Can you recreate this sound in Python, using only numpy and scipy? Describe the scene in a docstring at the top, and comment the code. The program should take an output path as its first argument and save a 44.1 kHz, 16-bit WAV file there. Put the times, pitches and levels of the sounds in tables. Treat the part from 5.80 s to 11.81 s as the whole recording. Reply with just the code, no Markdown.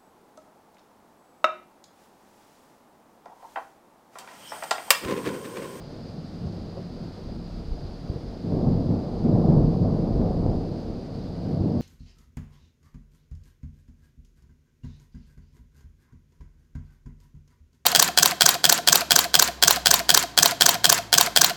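"""Distant thunder rolls through a mountain valley in steady rain, heard from under the eaves of a house.
Swarms of shock waves, dulled by the air and repeated by the slopes, swell and fade in peals.
A few shocks arrive alone as soft thumps or in tight bunches as thuds; one faint hollow knock sounds early.
Behind them countless small drops merge into an even hiss."""
import sys
import numpy as np
from scipy import signal
from scipy.fft import rfft, irfft
from scipy.io import wavfile
from scipy.ndimage import uniform_filter1d

SR = 44100
rng = np.random.default_rng(int(sys.argv[2]) if len(sys.argv) > 2 else 0)


def log_audio(samples):
    """Write samples as a 16-bit WAV file to the path given in sys.argv[1]."""
    # one column per channel
    frames = np.atleast_2d(samples).T
    # limit to full scale, then quantise
    limited = np.clip(frames, -1, 1)
    pcm = np.round(limited * 32767).astype(np.int16)
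    wavfile.write(sys.argv[1], SR, pcm)


N = 265041
TIME_S = np.arange(N) / SR


# Shock spectra after the air path: f/Hz, relative level/dB
BOOM_SPECTRUM = [(10, -13.5), (20, -1), (32, 3), (50, 3), (72, -2), (100, -26.5), (200, -72), (1000, -130)]
THROB_SPECTRUM = [(10, -64), (40, -30.5), (72, -4), (92, 1), (118, 1.5), (135, -13.5), (200, -47.5),
                  (1000, -120)]
ROLL_SPECTRUM = [(30, -66.5), (90, -11), (120, -10.5), (140, 1), (230, -1), (320, -5.5), (430, -25.5),
                 (800, -77.5), (4000, -130)]
GROWL_SPECTRUM = [(60, -73), (200, -42), (320, 4.5), (390, 1.5), (540, -1.5), (700, -3), (880, -14),
                  (1150, -21.5), (1500, -36), (2200, -59), (8000, -120)]
# Peals: t/s, hold/s, roll level/dB, throb level/dB, boom level/dB, growl level/dB
THUNDER_PEALS = [(0.595, 0.057, -36, -35, -52, -44.5), (0.755, 0, -41.5, -38.5, -45, -56),
                 (1.417, 0, -57, -51, -34, -58), (1.508, 0.11, -40.5, -43.5, -41.5, -53),
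                 (1.685, 0.052, -43, -45.5, -35, -69), (1.86, 0.018, -48, -50, -34.5, -49),
                 (2.003, 0.0093, -53.5, -40, -36.5, -68), (2.1, 0.058, -55, -59, -43.5, -63.5),
                 (2.26, 0.057, -44, -48, -52.5, -42.5), (2.42, 0, -54.5, -42, -33.5, -47),
                 (2.618, 0.041, -28, -40, -59.5, -39), (2.69, 0.15, -25.5, -33, -34.5, -32),
                 (2.826, 0.13, -26, -28, -33, -37.5), (3.055, 0.036, -25.5, -25.5, -37.5, -33.5),
                 (3.282, 0.052, -43.5, -38.5, -35, -39.5), (3.388, 0, -24, -35.5, -35, -37.5),
                 (3.437, 0.2, -21, -31, -34.5, -29.5), (3.522, 0, -28, -24, -36, -32),
                 (3.656, 0.061, -20, -27, -32, -29), (3.722, 0.023, -19.5, -27.5, -23.5, -33),
                 (3.811, 0, -20, -25, -27, -41), (3.99, 0.047, -28, -22, -33.5, -32.5),
                 (4.08, 0.14, -27.5, -35.5, -34, -33.5), (4.295, 0.0067, -27.5, -35, -23, -33),
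                 (4.349, 0.097, -27.5, -30.5, -30.5, -31.5), (4.527, 0.045, -27, -28, -30, -39),
                 (4.63, 0.055, -27.5, -24, -28, -33.5), (5.033, 0.0, -34.5, -34.5, -34, -40.5),
                 (5.3, 0.16, -36.5, -39, -43, -44), (5.52, 0.1, -34, -39, -46, -42.5),
                 (5.642, 0.21, -26.5, -33, -46, -37.5), (5.78, 0.25, -28, -33.5, -57, -37)]

def thunder():
    """Four bands share the same peals; long shocks come seldom, short ones thick and fast."""
    _, _, roll_db, throb_db, boom_db, growl_db = np.transpose(THUNDER_PEALS)
    boom = shock_swarm(BOOM_SPECTRUM, per_s=130, spread_db=6.5, merge_s=0.034)
    throb = shock_swarm(THROB_SPECTRUM, per_s=250, spread_db=1.0, merge_s=0.035)
    roll = shock_swarm(ROLL_SPECTRUM, per_s=400, spread_db=4.5, merge_s=0.059)
    growl = shock_swarm(GROWL_SPECTRUM, per_s=900, spread_db=1.0, merge_s=0.044)
    return (boom * peal_gain(boom_db, attack_s=0.053, echo_db=-14.5, bed_db=-49.5)
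            + throb * peal_gain(throb_db, attack_s=0.023, echo_db=-15.5, bed_db=-46.5)
            + roll * peal_gain(roll_db, attack_s=0.048, echo_db=-6.5, bed_db=-39.5)
            + growl * peal_gain(growl_db, attack_s=0.056, echo_db=-3.5, bed_db=-47))


def peal_gain(levels_db, attack_s, echo_db, bed_db):
    """Each peal swells, holds, drops and leaves a valley echo; powers add to a heaving bed of rumble."""
    release_db_per_s, echo_db_per_s, wander_db = 104.5, 21, 2.6
    power = from_db(bed_db + wander_db * drift(rate_hz=7.7)) ** 2
    for (start_s, hold_s, *_), level_db in zip(THUNDER_PEALS, levels_db):
        attack = np.clip((TIME_S - start_s) / attack_s, 0, 1) ** 1.1
        past_hold_s = np.maximum(TIME_S - start_s - attack_s - hold_s, 0)
        fall_db = np.maximum(-release_db_per_s * past_hold_s, echo_db - echo_db_per_s * past_hold_s)
        power = power + (attack * from_db(level_db + fall_db)) ** 2
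    return np.sqrt(power)


def shock_swarm(spectrum, per_s, spread_db, merge_s):
    """Shocks from the kinks of the lightning channel overlap into a rumble."""
    shocks = slope_echoes(impulses(per_s, spread_db))
    dulled = coloured(shocks, spectrum)
    return steadied(eaves(dulled), merge_s)


def slope_echoes(x, echo_db=-6.0, count=6):
    """Mountainsides return each shock several times; delays wrap around."""
    lags = (rng.uniform(.05, .6, count) * SR).astype(int)
    return x + from_db(echo_db) * sum(np.roll(x, lag) for lag in lags)


# Resonances between wall, balcony and eaves: f/Hz, bandwidth/Hz, lift/dB
EAVES_MODES = [(33, 8.5, 11), (97.94, 8.8, 12.5), (140.7, 9.2, 4.5), (172.1, 12, 5.5), (231, 86, 3),
               (462, 33, 5)]

def eaves(x):
    """Each resonance of the sheltered corner adds its ring."""
    for hz, width_hz, lift_db in EAVES_MODES:
        ring = signal.lfilter(*signal.iirpeak(hz, hz / width_hz, SR), x)
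        x = x + (from_db(lift_db) - 1) * ring
    return x


# Lone shocks: t/s, level/dB, half-width/ms
LONE_SHOCKS = [(0.816, -24, 1.2), (1.477, -24.5, 2.7), (1.887, -23, 3.6), (1.922, -19, 3.8),
               (2.301, -14.5, 1.6), (2.361, -18.5, 0.97), (2.645, -20.5, 1), (2.729, -18, 0.62),
               (3.061, -14, 0.89), (3.15, -20.5, 0.63), (3.483, -17, 0.69), (3.579, -10.5, 0.9),
               (3.688, -6, 0.84), (3.775, -14, 1.3), (4.309, -17, 1.2), (4.54, -15.5, 0.54),
               (4.664, -14, 0.47), (4.687, -25, 4.4), (4.92, -18.5, 0.76), (5.81, -12, 1.1),
               (5.859, -14, 0.62)]

def thumps():
    """A lone shock is a rounded push, then a weaker, longer suction."""
    out = np.zeros(N)
    for t_s, level_db, half_width_ms in LONE_SHOCKS:
        age = (TIME_S - t_s) * 1000 / half_width_ms
        push = np.exp(-age ** 2)
        suction = np.exp(-((age - 2.7) / 2) ** 2) / 2
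        out += from_db(level_db) * (push - suction)
    return out


# Shock bunches: t/s, level/dB, f/Hz
SHOCK_BUNCHES = [(0.668, -31, 151), (2.036, -38, 135), (2.878, -20, 164), (2.929, -20, 149),
                 (3.115, -19.5, 158), (3.463, -17, 222), (3.551, -16, 150), (3.709, -15, 163),
                 (4.031, -20, 141), (4.147, -24, 174), (4.414, -20, 247), (5.97, -23, 145)]

def thuds(half_width_s=0.015, edge_ratio=1.2):
    """Tightly bunched shocks fuse into one rounded, pitched thud."""
    out = np.zeros(N)
    for t_s, level_db, hz in SHOCK_BUNCHES:
        band = signal.butter(2, [hz / edge_ratio, hz * edge_ratio], "band", fs=SR, output="sos")
        noise = unit_rms(signal.sosfilt(band, rng.standard_normal(N)))
        out += from_db(level_db) * steadied(noise, half_width_s) * gaussian(t_s, half_width_s)
    return out


# Upper edge of the thunder: f/Hz, relative level/dB
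RASP_SPECTRUM = [(300, -47), (650, -1), (830, 1.5), (1150, -6), (1500, -23), (2200, -33), (8000, -110)]
# Flares: t/s, half-width/s, level/dB
RASP_FLARES = [(3.33, 0.18, -49.5), (3.655, 0.033, -47.5), (3.8, 0.068, -44), (4.09, 0.039, -44.5),
               (4.65, 0.039, -45)]

def rasp():
    """Brief rough flares of shocks top the loudest peals."""
    envelope = sum(from_db(db) * gaussian(t_s, half_width_s) for t_s, half_width_s, db in RASP_FLARES)
    return envelope * shock_swarm(RASP_SPECTRUM, per_s=220, spread_db=2.0, merge_s=0.087)


# Hollow knock: f/Hz, relative level/dB
KNOCK_SPECTRUM = [(200, -21), (370, 1.5), (470, -6), (555, 1.5), (660, -11), (1000, -20), (2500, -80)]

def knock(level_db=-38.5):
    """One faint hollow knock, blurred by distance."""
    envelope = gaussian(t_s=0.98, half_width_s=0.026)
    return from_db(level_db) * envelope * coloured(rng.standard_normal(N), KNOCK_SPECTRUM)


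# Valley-wide rain and fine drops nearby: f/Hz, relative level/dB
FAR_RAIN_SPECTRUM = [(150, -13.5), (600, 16), (1000, 9), (1350, 7), (1750, 2), (2300, -1), (3200, -1),
                     (3800, 1.5), (5600, -4.5), (6500, -8), (7100, -13), (10000, -18), (15500, -26.5)]
NEAR_RAIN_SPECTRUM = [(2500, -30), (3650, -24), (4010, -2), (4450, 1.5), (4780, 5), (4970, 2.5),
                      (5250, -4.5), (5700, -22.5), (9000, -54.5)]

def rain(far_db=-53, near_db=-59, waver_db=0.43):
    """Far drops blur into smooth hiss; near ones keep a fine grain."""
    far = from_db(far_db) * coloured(rng.standard_normal(N), FAR_RAIN_SPECTRUM)
    near = from_db(near_db) * coloured(impulses(per_s=9000, spread_db=3.0), NEAR_RAIN_SPECTRUM)
    return (far + near) * from_db(waver_db * drift(rate_hz=7.7))


def impulses(per_s, spread_db):
    """Impulses of random time, sign and size."""
    hits = rng.random(N) < per_s / SR
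    return hits * rng.choice([-1, 1], N) * from_db(spread_db * rng.standard_normal(N))


def coloured(x, spectrum):
    """Filter by (f/Hz, level/dB) points; unit RMS."""
    hz, db = np.transpose(spectrum)
    bins_hz = np.maximum(np.arange(N // 2 + 1) * SR / N, 1)
    gain = from_db(np.interp(np.log(bins_hz), np.log(hz), db))
    return unit_rms(irfft(rfft(x) * gain, N))


def steadied(x, span_s):
    """Even out power over a span, keeping the finer grain."""
    power = uniform_filter1d(x ** 2, max(int(span_s * SR), 1))
    smooth_power = uniform_filter1d(power, max(int(span_s * SR / 2), 1))
    return x / np.sqrt(smooth_power + 1e-9)


def drift(rate_hz):
    """Slow random wander, mostly below rate_hz; unit RMS."""
    bins_hz = np.arange(N // 2 + 1) * SR / N
    return unit_rms(irfft(rfft(rng.standard_normal(N)) / (1 + (bins_hz / rate_hz) ** 2), N))


def gaussian(t_s, half_width_s):
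    """Bell envelope; half-width at 1/e."""
    return np.exp(-((TIME_S - t_s) / half_width_s) ** 2)


def from_db(db):
    """Decibels to gain."""
    return 10 ** (np.asarray(db) / 20)


def unit_rms(x):
    """Scale to unit power."""
    return x / np.sqrt(np.mean(x ** 2) + 1e-20)


def scene():
    """Thunder over rain, mono."""
    return (thunder() + rasp() + thumps() + rain() + knock() + thuds())[None, :]


def record(dry):
    """Steep low-pass."""
    cutoff_hz = 15700
    return signal.sosfilt(signal.ellip(12, .1, 80, cutoff_hz, fs=SR, output="sos"), dry)


dry = scene()
out = record(dry)
log_audio(out)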